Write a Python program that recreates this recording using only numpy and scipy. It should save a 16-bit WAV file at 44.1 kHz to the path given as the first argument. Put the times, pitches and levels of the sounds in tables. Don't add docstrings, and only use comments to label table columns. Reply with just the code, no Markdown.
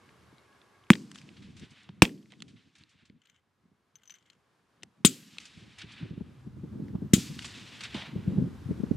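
import sys
import numpy as np
from scipy import signal
from scipy.fft import rfft, irfft
from scipy.io import wavfile

SR = 44100
rng = np.random.default_rng(int(sys.argv[2]) if len(sys.argv) > 2 else 0)


def waveform_to_disk(signal):
    frames = np.transpose(np.atleast_2d(signal))
    scaled = np.clip(frames, -1, 1) * 32767
    samples = np.round(scaled).astype(np.int16)
    wavfile.write(sys.argv[1], SR, samples)


def boost(x):
    u = np.asarray(x, float) / 20
    return 10 ** u


N = 395136
TIME = np.arange(N) / SR
LOW_ROLL_RISE_S = 0.0052

# start_s, hiss_db, hiss_t60_s, pan_db (left-right), wide_db (wider scatter)
SHOTS = [
    (.9030, -21, 0.034, 1.2, -20.5),
    (2.0208, -9.5, 0.027, 0.45, -21.5),
    (5.0483, -12, 0.069, 1, -28),
    (7.1342, -17.5, 0.078, 1, -24),
]
# hiss_db, top_db, low_roll_db, low_roll_fall_db_per_s
ROLL = [
    (-65, -65.5, -30.5, 201),
    (-73.5, -72.5, -33.5, 199.5),
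    (-57.5, -60.5, -36, 199.5),
    (-49.5, -52.5, -34.5, 151.5),
]
# frequency_hz, level_db (per Hz)
ROLL_BODY = [(350, -32.5), (600, -13.5), (891, -10), (1130, -7), (1560, 0), (2670, 4.5), (3740, 3.5),
             (6000, -12.5), (7800, -43.5), (13200, -120)]
# frequency_hz, level_db (per Hz)
ROLL_TOP = [(2650, -30), (4500, -1), (6300, -4), (7920, -6), (11000, -20), (14000, -43.5)]
# start_s, peak_db, pitch_hz, pan_db (left-right)
BUFFETS = [(0.324, -44.5, 272, 2.5), (1.89, -32, 164, -1), (3.096, -41.5, 223.5, 0), (3.65, -50.5, 195, -1),
           (3.712, -52, 198, -3.5), (4.832, -43.5, 340, 0), (6.024, -22.5, 150, 1),
           (6.103, -24.5, 162, -3.5), (6.172, -25.5, 194.3, -4), (6.205, -22.5, 189, 7),
           (6.466, -27.5, 186, 5.5), (6.564, -29, 170.5, -4), (6.631, -24, 177.4, 3),
           (6.795, -26, 216, -6.5), (6.947, -17, 174, -4), (7.017, -20.5, 201, 4), (7.041, -25, 179, 9),
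           (7.944, -22.5, 248, -2), (8.156, -16.5, 181, 3.5), (8.273, -14.5, 160, 4.5),
           (8.376, -13, 158, -8.5), (8.417, -13, 193.2, 7.5), (8.653, -28.5, 137, 13),
           (8.705, -14.5, 195.8, 11), (8.796, -20.5, 203.7, 11), (8.831, -19.5, 219, 20),
           (8.908, -13, 216, -15)]


def rms_one(x):
    return x / np.sqrt(np.mean(x ** 2) + 1e-20)


def sides(pan_db):
    return boost(np.array([[.5], [-.5]]) * pan_db)


def add(out, s, sound):
    i = round(s * SR)
    out[:, i:i + sound.shape[-1]] += sound[..., :N - i]


def drift(rate):
    pole = np.exp(-80 * np.pi * rate / SR)
    noise = rng.standard_normal(N // 40 + 2002)
    slow = signal.lfilter([1], [1, -2 * pole, pole * pole], noise)[2000:]
    return np.interp(np.arange(N) / 40, np.arange(len(slow)), rms_one(slow))


def coloured(spectrum, side_db, size=N):
    hz, level_db = np.transpose(spectrum)
    log_hz = np.log(np.fft.rfftfreq(size, 1 / SR) + 1)
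    gain = boost(np.interp(log_hz, np.log(hz), level_db, left=-120, right=-120))
    mid, side = irfft(rfft(rng.standard_normal((2, size))) * gain, size)
    return rms_one(mid + boost(side_db) * side * [[1], [-1]])


def curve(spans, fade_s):
    gain = np.zeros(N)
    for rows in spans:
        s, level_db = np.transpose(rows)
        s = np.r_[s[0] - fade_s, s, s[-1] + fade_s]
        level_db = np.r_[level_db[0] - 12, level_db, level_db[-1] - 30]
        gain = np.maximum(gain, boost(np.interp(TIME, s, level_db, left=-200, right=-200)))
    return gain


def thump(hz, swell_s, dip_s):
    t = TIME[:2200]
    swell = (t / swell_s * np.exp(1 - t / swell_s)) ** 1.5
    ring = swell * np.sin(2 * np.pi * hz * (t - dip_s))
    return signal.sosfilt(signal.butter(1, 50, "high", fs=SR, output="sos"), ring)


def rings(modes, strengths_db, t):
    total = 0
    for more_db, (hz, db, t60) in zip(strengths_db, modes):
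        total = total + boost(db + more_db - 60 * t / t60) * np.sin(2 * np.pi * hz * t)
    return total


def scatter(bright_db, size):
    body = coloured(ROLL_BODY, side_db=-15.5, size=size)
    return body + boost(bright_db + 13.0) * coloured(ROLL_TOP, side_db=-8.0, size=size)


def facing(x):
    # frequency_hz, pan_db (left-right)
    ports = [(3500, 0.5), (5200, 6), (7500, 11), (10000, 5), (12500, -3), (16000, -4)]
    hz, pan_db = np.transpose(ports)
    log_hz = np.log(np.fft.rfftfreq(x.shape[-1], 1 / SR) + 1)
    pan_db = np.interp(log_hz, np.log(hz), pan_db)
    return irfft(rfft(x) * sides(pan_db), x.shape[-1])


def field():
    # start_s, level_db
    hum_levels = [(0, -62), (.9, -65), (2.001, -74), (3.1, -82), (4.6, -73), (5.2, -71.5), (6.5, -66.5),
                  (7.5, -61), (8.96, -57)]
    # frequency_hz, level_db (per Hz)
    hum_colour = [(59, -35.5), (100, -5.5), (210, -5), (381, -1.5), (608, -7.5), (1100, -5), (1610, -8.5),
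                  (2040, -12.5), (3700, -16.5), (10700, -28), (12600, -31.5), (13600, -48.5)]
    # start_s, level_db
    grass_levels = [
        (0, -108),
        (6, -106),
        (7, -84),
        (8.96, -84),
    ]
    # frequency_hz, level_db (per Hz)
    grass_colour = [(11000, -20.5), (13000, 0), (15000, -7.5), (15800, -14.5)]
    # pitch_hz, width_hz, level_db
    drone_modes = [
        (1120, 110, -75.5),
        (1650, 60, -76),
        (2200, 110, -80),
    ]
    hum_db = np.interp(TIME, *np.transpose(hum_levels))
    out = boost(hum_db + 0.6 * drift(5)) * coloured(hum_colour, side_db=-8.5)
    grass_db = np.interp(TIME, *np.transpose(grass_levels))
    out += boost(grass_db) * coloured(grass_colour, side_db=-6.0)
    fade_db = np.interp(TIME, [.9, 2.2], [0, -20])
    for hz, width_hz, db in drone_modes:
        skirts = [(hz - 2 * width_hz, -25), (hz, 0), (hz + 2 * width_hz, -25)]
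        out += coloured(skirts, side_db=-10.5) * boost(db + 2.3 * drift(6) + fade_db)
    return out


def port_gains():
    # start_s, throb_db, deep_db (relative to the throb)
    wind_levels = [(0, -76, 8), (.22, -62, -3), (.45, -82, 9), (.9, -77, 2), (1.299, -53, -9.5),
                   (1.581, -55, 1.5), (1.802, -66.5, -10.5), (2.302, -60, -14.5), (2.55, -50.5, -12),
                   (2.719, -95.5, -11), (3.4, -81, -1), (4.881, -79.5, -2), (5.0, -66, -13),
                   (5.751, -64.5, 1.5), (6.35, -63, 6.5), (6.751, -42, -4), (7.75, -57, -1.5),
                   (8.96, -47, 7.5)]
    # start_s, throb_db, fall_db_per_s
    gusts = [(1.624, -44.5, 250), (2.0, -59.5, 349.5), (2.519, -55.5, 198.5), (2.659, -59, 302),
             (2.811, -59, 178), (3.03, -58.5, 252), (2.95, -60.5, 299.5), (5.575, -47, 256),
             (5.625, -48.5, 250), (7.289, -43.5, 200), (7.39, -54, 250), (7.47, -50, 300),
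             (7.57, -49.5, 150.5), (8.31, -33, 199), (5.676, -48, 299.5), (5.845, -43, 343)]
    s, throb_db, deep_db = np.transpose(wind_levels)
    throb = boost(np.interp(TIME, s, throb_db))
    deep = boost(np.interp(TIME, s, throb_db + deep_db))
    # lag 0.0058 s, 17.5 dB weaker, falling 165.5 dB per s
    wakes = [(s + 0.0058, peak_db - 17.5, 165.5) for s, peak_db, *rest in BUFFETS]
    coarse = TIME[::64]
    swell_db = np.full(len(coarse), -200.)
    for s, peak_db, fall in gusts + wakes:
        away_s = np.maximum(coarse - s, 2.2 * (s - coarse))
        swell_db = np.maximum(swell_db, peak_db - fall * away_s)
    swell_db = np.interp(TIME, coarse, swell_db)
    throb = np.hypot(throb, boost(swell_db))
    deep = np.hypot(deep, boost(swell_db - 7.5))
    for (s, *rest), (*hiss, low_db, fall) in zip(SHOTS, ROLL):
        after = np.maximum(TIME - s, 0)
        rise = np.minimum(after / LOW_ROLL_RISE_S, 1) ** 2
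        deep = np.maximum(deep, rise * boost(low_db - 10.5 - 1.5 * fall * after))
    return throb, deep


def wind():
    # frequency_hz, level_db (per Hz)
    throb_colour = [(71, -38.5), (120, 2), (211, 4), (330, -9.5), (403, -19), (517, -23.5), (600, -31.5),
                    (780, -61), (1320, -120)]
    gust_colour = [(160, -31), (280, 1.5), (433, -9.5), (484, -16), (675, -25.5), (900, -27), (1170, -59.5),
                   (1980, -120)]
    rumble_colour = [(12, -59), (20, -32.5), (54, -11.5), (87, -0.5), (130, 0.5), (170, -29.5), (290, -120)]
    throb, deep = port_gains()
    out = throb * boost(-3.0 + 4.9 * drift(18)) * coloured(throb_colour, side_db=-12.0)
    out += throb ** 1.23 * boost(-2.0 + 4.6 * drift(28)) * coloured(gust_colour, side_db=-2.0)
    out += deep * boost(-1.0 + 0.46 * drift(8)) * coloured(rumble_colour, side_db=-12.0)
    for s, peak_db, hz, pan_db in BUFFETS:
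        puff = thump(hz, 0.65 / hz, dip_s=0.41 / hz) * sides(pan_db)
        front = np.roll(thump(2.06 * hz, 0.5 / hz, dip_s=0), 110)
        edge = boost(-16.0) * front * sides(-pan_db)
        add(out, s + 0.00291, -boost(peak_db - 4.0) * (puff + edge))
    return out


def action():
    # start_s, peak_db, brass_db (brass ring)
    contacts = [(3.2179, -56, -28.5), (3.2368, -63.5, -17), (3.256, -48, -32), (3.2713, -54, -15),
                (3.2976, -46.5, -15), (3.362, -57, -20), (3.9554, -44, -4.5), (3.985, -59.5, -20),
                (4.021, -62.5, -25), (4.034, -49.5, -7.5), (4.0555, -51, -11), (4.076, -51, -7),
                (4.0968, -37, -22), (4.105, -41, -6), (4.121, -45, -13), (4.1403, -49.5, -6.5),
                (4.1524, -50.5, -15), (4.1579, -50, -17), (4.185, -53, -13), (4.209, -63, -28),
                (4.2254, -55.5, -27), (4.2616, -54.5, -26), (4.283, -66, -31), (4.3, -40.5, -28),
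                (4.3319, -56, -32), (4.351, -65.5, -30)]
    # pitch_hz, level_db, t60_s
    steel_modes = [(1552, -10, 0.022), (2140, -16, 0.023), (2967, 0, 0.022), (3185, -6, 0.033),
                   (4214, -14, 0.031), (6500, -9, 0.019), (7000, -4, 0.013), (7460, -10, 0.017),
                   (8214, -11, .015), (11300, -20, .012), (12500, -21, .012)]
    # pitch_hz, level_db, t60_s
    brass_modes = [(6190, 13, 0.041), (6370, -1, .04), (7000, 2, 0.033), (10260, -21, .05),
                   (12020, -10, .03), (13610, -12, .06), (14440, -11, .09)]
    # start_s, level_db
    slide_levels = [
        [(3.22, -81), (3.3, -74.5), (3.4, -80.5)],
        [(3.96, -78), (4.03, -76), (4.1, -77), (4.155, -59.5), (4.18, -75), (4.27, -73), (4.36, -79)],
    ]
    # frequency_hz, level_db (per Hz)
    grate_colour = [(900, -21), (1550, -5), (1800, -12), (2100, -2), (2500, -18), (3100, -2), (4300, -27),
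                    (7000, -19), (9500, -32)]
    out, t = np.zeros((2, N)), TIME[:4096]
    soft = np.minimum(t / .0004, 1)
    for s, peak_db, brass_db in contacts:
        for lag_s, loss_db in ((0, 0), (.004, -14)):
            chance_db = rng.normal(0, 4, len(steel_modes) + len(brass_modes))
            metal = rings(steel_modes, chance_db, t * rng.uniform(0.95, 1.04))
            brass_strengths_db = brass_db + 1.4 * chance_db[::-1]
            metal = metal + rings(brass_modes, brass_strengths_db, t * rng.uniform(0.98, 1.004))
            tick = scatter(-22.5, len(t)) * boost(0.5 - 60 * t / 0.019)
            add(out, s + lag_s, (metal + tick) * soft * boost(peak_db + loss_db - 12.0) * sides(5.73))
    grate = coloured(grate_colour, side_db=-10.5) * boost(4.5 * drift(70))
    return out + curve(slide_levels, fade_s=0.0094) * grate * sides(1.3)


def slaps():
    # start_s, peak_db, pitch_hz, pan_db (left-right), bright_db
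    slap_echoes = [(0.9175, -28, 2600, 2, -15), (0.9327, -21, 3270, 2, -33), (0.9350, -21, 2300, -1, -24),
                   (1.158, -40, 1270, 1, -40.5), (1.224, -56, 2500, 1, -21), (1.29, -50.5, 650, 2, -40),
                   (0.9537, -31.5, 1900, 7, -17), (1.115, -36, 3040, 2, -13.5), (1.1571, -36, 3330, 4, -17),
                   (1.1859, -42, 3050, 5.5, -17.5), (1.215, -44, 2400, 0.5, -14),
                   (1.29, -42, 2520, -4, -36.5), (2.03, -25, 3020, -3, -22.5),
                   (2.0521, -17.5, 2674, -2, -27), (2.0365, -22, 2700, 0.5, -34),
                   (2.046, -26.5, 2800, -2, -32), (2.0761, -42, 2390, 2, -30),
                   (2.093, -42, 1912, 1.0, -29.5), (2.1769, -56.5, 3046, 2, -29),
                   (2.2272, -58, 3016, 3, -35), (2.258, -55, 2107, 3, -35.5), (2.329, -48.5, 586, 2, -41),
                   (2.321, -44, 2010, -4, -20), (2.3357, -45, 2045, -3.5, -32), (2.4038, -41, 3240, 2, -24),
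                   (2.4217, -29.5, 4047, -3.5, -18), (2.8363, -45.5, 4100, -6, -23),
                   (5.37, -43.5, 1290, -3, -29), (5.3834, -23.5, 2584, 1, -26.5),
                   (6.958, -53, 600, 2, -40.5), (8.379, -52, 590, -3, -39), (7.3903, -32, 4470, 5, -25),
                   (7.3912, -27.5, 2900, 0, -22), (7.422, -36, 2925, 8, -28), (7.3905, -31.5, 1500, 2, -30),
                   (7.448, -36.5, 1150, 0, -35), (1.115, -43, 1600, 0, -14)]
    # start_s, peak_db, pitch_hz, pan_db (left-right), bright_db
    far_cracks = [(.0913, -50.5, 2230, 4, -29.5), (.382, -50.5, 3960, 3.5, -23),
                  (.527, -57, 2900, 0.5, -30), (.616, -49.5, 3570, -3.5, -32), (.839, -54, 3000, 0.5, -28),
                  (.868, -57, 2500, 0.5, -28), (1.833, -58, 8200, 1.5, -10),
                  (1.8896, -42.5, 2040, 1.5, -30), (1.8906, -40.5, 895, 0, -45),
                  (2.319, -57, 8500, 0.5, -25), (3.0977, -49.5, 2147, 2, -33.5),
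                  (4.824, -50, 3109, 5, -27.5), (4.8324, -34, 2900, 4, -11),
                  (4.8325, -41.5, 1950, 4, -29.5), (4.8327, -44, 593, 2, -40), (6.883, -48, 1919, 3, -28.5),
                  (7.355, -53, 13100, -0.5, -45), (7.355, -60, 15000, 0, -45)]
    # start_s, peak_db, bright_db, t60_s
    swells = [(1.145, -44, -12, 0.14), (1.176, -44, -14, 0.13), (7.421, -36, -14, 0.13),
              (7.452, -39, -5, 0.12), (2.782, -54.5, -10, 0.077), (1.3657, -43.5, -28.5, 0.12),
              (1.566, -43.5, -17.5, 0.19), (1.595, -42.5, -12.5, 0.052), (1.705, -57.5, -6.5, 0.13),
              (2.302, -51, -26.5, 0.3), (2.479, -48.5, -18.5, 0.184), (2.7518, -47, -19, 0.15),
              (2.8915, -58.5, -12, 0.18), (3.053, -50.5, -17.5, 0.1), (5.4, -40, -17, 0.24),
              (5.4532, -37.5, -14, 0.081), (5.7833, -33.5, -19, 0.11), (5.817, -24.5, -29, 0.043),
              (5.918, -41.5, -17, 0.11), (6.097, -52, -29, 0.12), (7.444, -25.5, -22, 0.099),
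              (1.42, -46.5, -24.5, 0.42), (2.56, -52.5, -29.5, 0.59), (7.806, -25.5, -21, 0.073),
              (7.8352, -25, -17, 0.05), (7.9429, -27.5, -26, 0.22)]
    # start_s, peak_db, t60_s
    thuds = [
        (.953, -47, .03),
        (2.03, -41.5, .15),
        (2.322, -61, 0.078),
        (5.775, -67, 0.18),
        (6.02, -58, 0.11),
        (6.204, -58, 0.058),
        (6.95, -47.5, 0.043),
        (7.944, -46.5, 0.62),
    ]
    # frequency_hz, level_db (per Hz)
    thud_colour = [(250, -25), (400, -2), (700, -0.5), (1100, -1.5), (1600, -19)]
    out, t = np.zeros((2, N)), TIME[:8192]
    for s, peak_db, hz, pan_db, bright_db in slap_echoes + far_cracks:
        burst = np.sin(2 * np.pi * hz * t) * boost(-1 - 60 * t / .007)
        burst = burst + boost(-9.0) * scatter(bright_db, len(t)) * boost(-60 * t / 0.013)
        add(out, s, burst * boost(peak_db + 4.5) * np.minimum(t / 0.00077, 1) * sides(pan_db))
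    for s, peak_db, bright_db, t60 in swells:
        fall = boost(peak_db - 11.5 - 60 * t / t60)
        add(out, s, scatter(bright_db, len(t)) * fall * np.minimum(t / 0.0016, 1))
    for s, peak_db, t60 in thuds:
        dull = coloured(thud_colour, side_db=-14.0, size=len(t))
        add(out, s, dull * boost(peak_db - 60 * t / t60) * np.minimum(t / .003, 1))
    return out


def echo_gains():
    # delay_s, level_db
    ground = [(.03, -6), (.07, -2.5), (.18, -6.5), (.35, -5.5), (.55, -5), (.8, -0.5), (.925, -3.5),
              (.965, -8), (1.3, -23)]
    # delay_s, lift_db, half_width_s
    banks = [
        (.28, 1, 0.043),
        (0.432, 4, 0.14),
        (0.711, 12.5, .04),
        (.88, 8.5, 0.12),
    ]
    path_stretch = [
        1.03,
        1.11,
        1.075,
        1.01,
    ]
    body, top, t = np.zeros((1, N)), np.zeros((1, N)), TIME[:65536]
    for (s, *rest), (hiss_db, top_db, *low), stretch in zip(SHOTS, ROLL, path_stretch):
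        delay = t / stretch
        land_db = np.interp(delay, *np.transpose(ground), left=-300, right=-300)
        for at, lift_db, half in banks:
            land_db += lift_db * np.clip(1 - abs(delay - at) / half, 0, 1)
        add(body, s, boost(hiss_db + land_db)[None])
        air_db = -19.5 * t + 15.5 * np.exp(-t / 0.066)
        add(top, s, boost(top_db + .75 * land_db + air_db)[None])
    return body, top


def roll():
    since = TIME - np.maximum.reduce([s * (TIME > s) for s, *rest in SHOTS])
    hiss = coloured(ROLL_BODY, side_db=-22.5)
    dark = signal.sosfilt(signal.butter(1, 1800, fs=SR, output="sos"), hiss)
    far = np.clip((since - .6) / 0.66, 0, 1)
    body_gain, top_gain = echo_gains()
    body = body_gain * ((1 - far) * hiss + far * boost(6.5) * dark)
    top = top_gain * coloured(ROLL_TOP, side_db=-13.5)
    return boost(1.3 * drift(25)) * (boost(0.5) * body + boost(4.0) * top)


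def low_roll():
    # frequency_hz, level_db (per Hz)
    dark_colour = [(90, -25.5), (140, -3.5), (200, -0.83), (300, -3), (400, -20), (600, -46.5)]
    early_colour = [(200, -24.5), (280, -3), (370, 2), (480, -5.5), (620, -18.5), (900, -35.5)]
    early_levels = [
        -12.5,
        -3,
        -5.5,
        -15,
    ]
    gain, early = np.zeros(N), np.zeros(N)
    for (s, *rest), (*hiss, low_db, fall), early_db in zip(SHOTS, ROLL, early_levels):
        after = np.maximum(TIME - s, 0)
        start = np.minimum(after / LOW_ROLL_RISE_S, 1) * boost(low_db)
        gain += start * (boost(-fall * after) + boost(-16 - 0.2 * fall * after))
        early += start * boost(early_db - 0.79 * fall * after)
    dark = gain * boost(1.9 * drift(14)) * coloured(dark_colour, side_db=-17.5)
    return dark + early * coloured(early_colour, side_db=-14.0)


def sheen():
    sheen_levels = [
        -70,
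        -68,
        -53,
        -50.5,
    ]
    # centre_hz, level_db, fall_db_per_s
    sheen_bands = [
        (10480, 0, 120),
        (12000, -3, 90),
        (13500, -5.5, 130),
        (14933, -7, 220),
    ]
    out, t = np.zeros((2, N)), TIME[:32768]
    bands = []
    for hz, *rest in sheen_bands:
        shape = [(.84 * hz, -30), (.94 * hz, -3), (hz, 0), (1.06 * hz, -3), (1.16 * hz, -30)]
        bands.append(coloured(shape, side_db=-6.0, size=65536))
    for k, ((s, *rest), level_db) in enumerate(zip(SHOTS, sheen_levels)):
        piece = slice(8192 * k, 8192 * k + len(t))
        tail = sum(band[:, piece] * boost(level_db + db - fall * t)
                   for band, (hz, db, fall) in zip(bands, sheen_bands))
        add(out, s, tail)
    return out


def whine():
    # start_s, pitch_hz, level_db
    whistles = [
        [(5.051, 10000, -40), (5.0535, 9600, -16), (5.060, 8300, -9.5), (5.066, 7500, -15), (5.073, 6900, -17),
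         (5.080, 6500, -25), (5.082, 6400, -45)],
        [(5.048, 3800, -30), (5.0495, 3700, -15), (5.055, 3000, -21), (5.058, 2800, -40)],
        [(5.089, 8500, -55), (5.092, 8300, -37), (5.098, 7600, -39), (5.101, 7400, -55)],
    ]
    out, waver, flutter_db = 0, 1 + .012 * drift(250), 2.4 * drift(300)
    for s, hz, level_db in map(np.transpose, whistles):
        tone = np.sin(2 * np.pi * np.cumsum(np.interp(TIME, s, hz) * waver) / SR)
        tone_db = np.interp(TIME, s, level_db, left=-200, right=-200)
        out = out + tone * boost(tone_db - 5.5 + flutter_db)
    return out * sides(11)


def shots():
    # start_s, peak_db, pitch_hz, swell_s, sign
    blast_booms = [(.9015, -12, 116, .0019, -1), (.9020, -21, 329, .0059, -1), (.9028, -.5, 204, .0038, 1),
                   (2.0205, -2, 222, .0010, -1), (2.0217, 2, 230, .0010, -1), (2.0256, -8, 243, .0029, 1),
                   (2.0329, -22, 207, .0046, -1), (5.0470, -14, 340, .0026, -1),
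                   (5.0482, -7.5, 201, .0033, 1), (5.0626, -29, 195, .0023, 1),
                   (7.1345, -18, 300, .0045, 1), (7.1347, -2.5, 204, .0031, 1),
                   (7.1658, -20.5, 216, .0028, 1), (7.1794, -19.5, 199, .0022, -1)]
    # snap_db, snap_hz, knock_height, knock_hz, snap_t60_s
    fronts = [
        (8, 2300, 0.93, 1050, .003),
        (13.5, 2550, 2.5, 900, .0038),
        (-13, 2500, -0.28, 1100, 0.0036),
        (-17, 2300, 0.2, 1960, 0.0027),
    ]
    # frequency_hz, level_db (per Hz)
    near_hiss = [(290, -32.5), (500, -3), (933, -13.5), (1870, -12), (2260, -7), (2850, -6), (4280, -17.5),
                 (8090, -15.5), (11000, -28.5), (13500, -24.5), (16000, -27.5)]
    far_hiss = [(290, -31), (500, -19.5), (1000, -27), (1340, -9.5), (1740, -16.5), (1950, -10), (2570, -5),
                (2770, -3), (3200, 0.5), (5800, -10), (6900, -0.5), (9000, -7), (11000, -16), (14000, -14),
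                (16000, -20)]
    out, t = np.zeros((2, N)), TIME[:16384]
    for s, peak_db, hz, swell_s, sign in blast_booms:
        add(out, s, sign * boost(peak_db) * thump(hz, swell_s, dip_s=.0011))
    for k, (shot, front) in enumerate(zip(SHOTS, fronts)):
        s, hiss_db, t60, pan_db, wide_db = shot
        snap_db, hz, knock, knock_hz, snap_t60 = front
        out *= (TIME < s - .004) | (TIME >= s)
        snap = -np.sin(2 * np.pi * hz * t)
        snap = snap - boost(-7.5) * np.sin(2 * np.pi * 1.4 * hz * t)
        snap = snap * boost(snap_db - 60 * t / snap_t60)
        snap += knock * np.sin(2 * np.pi * knock_hz * t) * boost(-60 * t / 0.0045)
        snap = np.stack([snap, np.r_[0, snap[:-1]]])
        gas = coloured(near_hiss if k < 2 else far_hiss, side_db=-9.0, size=len(t))
        near = facing(gas) * boost(-60 * t / t60)
        wide = gas * boost(wide_db - 60 * t / (6.0 * t60))
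        hiss = boost(hiss_db) * (near + wide) * np.minimum(t / 0.0016, 1)
        add(out, s, snap + hiss * sides(pan_db))
    return out


def scene():
    background = field() + wind() + action()
    echoes = slaps() + roll() + low_roll() + sheen()
    return background + echoes + whine() + shots()


def roll_off(x):
    return signal.sosfilt(signal.butter(12, 16450, fs=SR, output="sos"), x)


def record(dry):
    low_pass = signal.butter(12, 15900, fs=SR, output="sos")
    high_pass = signal.butter(3, 42, "high", fs=SR, output="sos")
    overloaded = np.clip(dry, -.97, .97)
    mix = signal.sosfilt(np.vstack([low_pass, high_pass]), overloaded)
    return roll_off(np.clip(mix, -1, 1))


dry = scene()
out = record(dry)
waveform_to_disk(out)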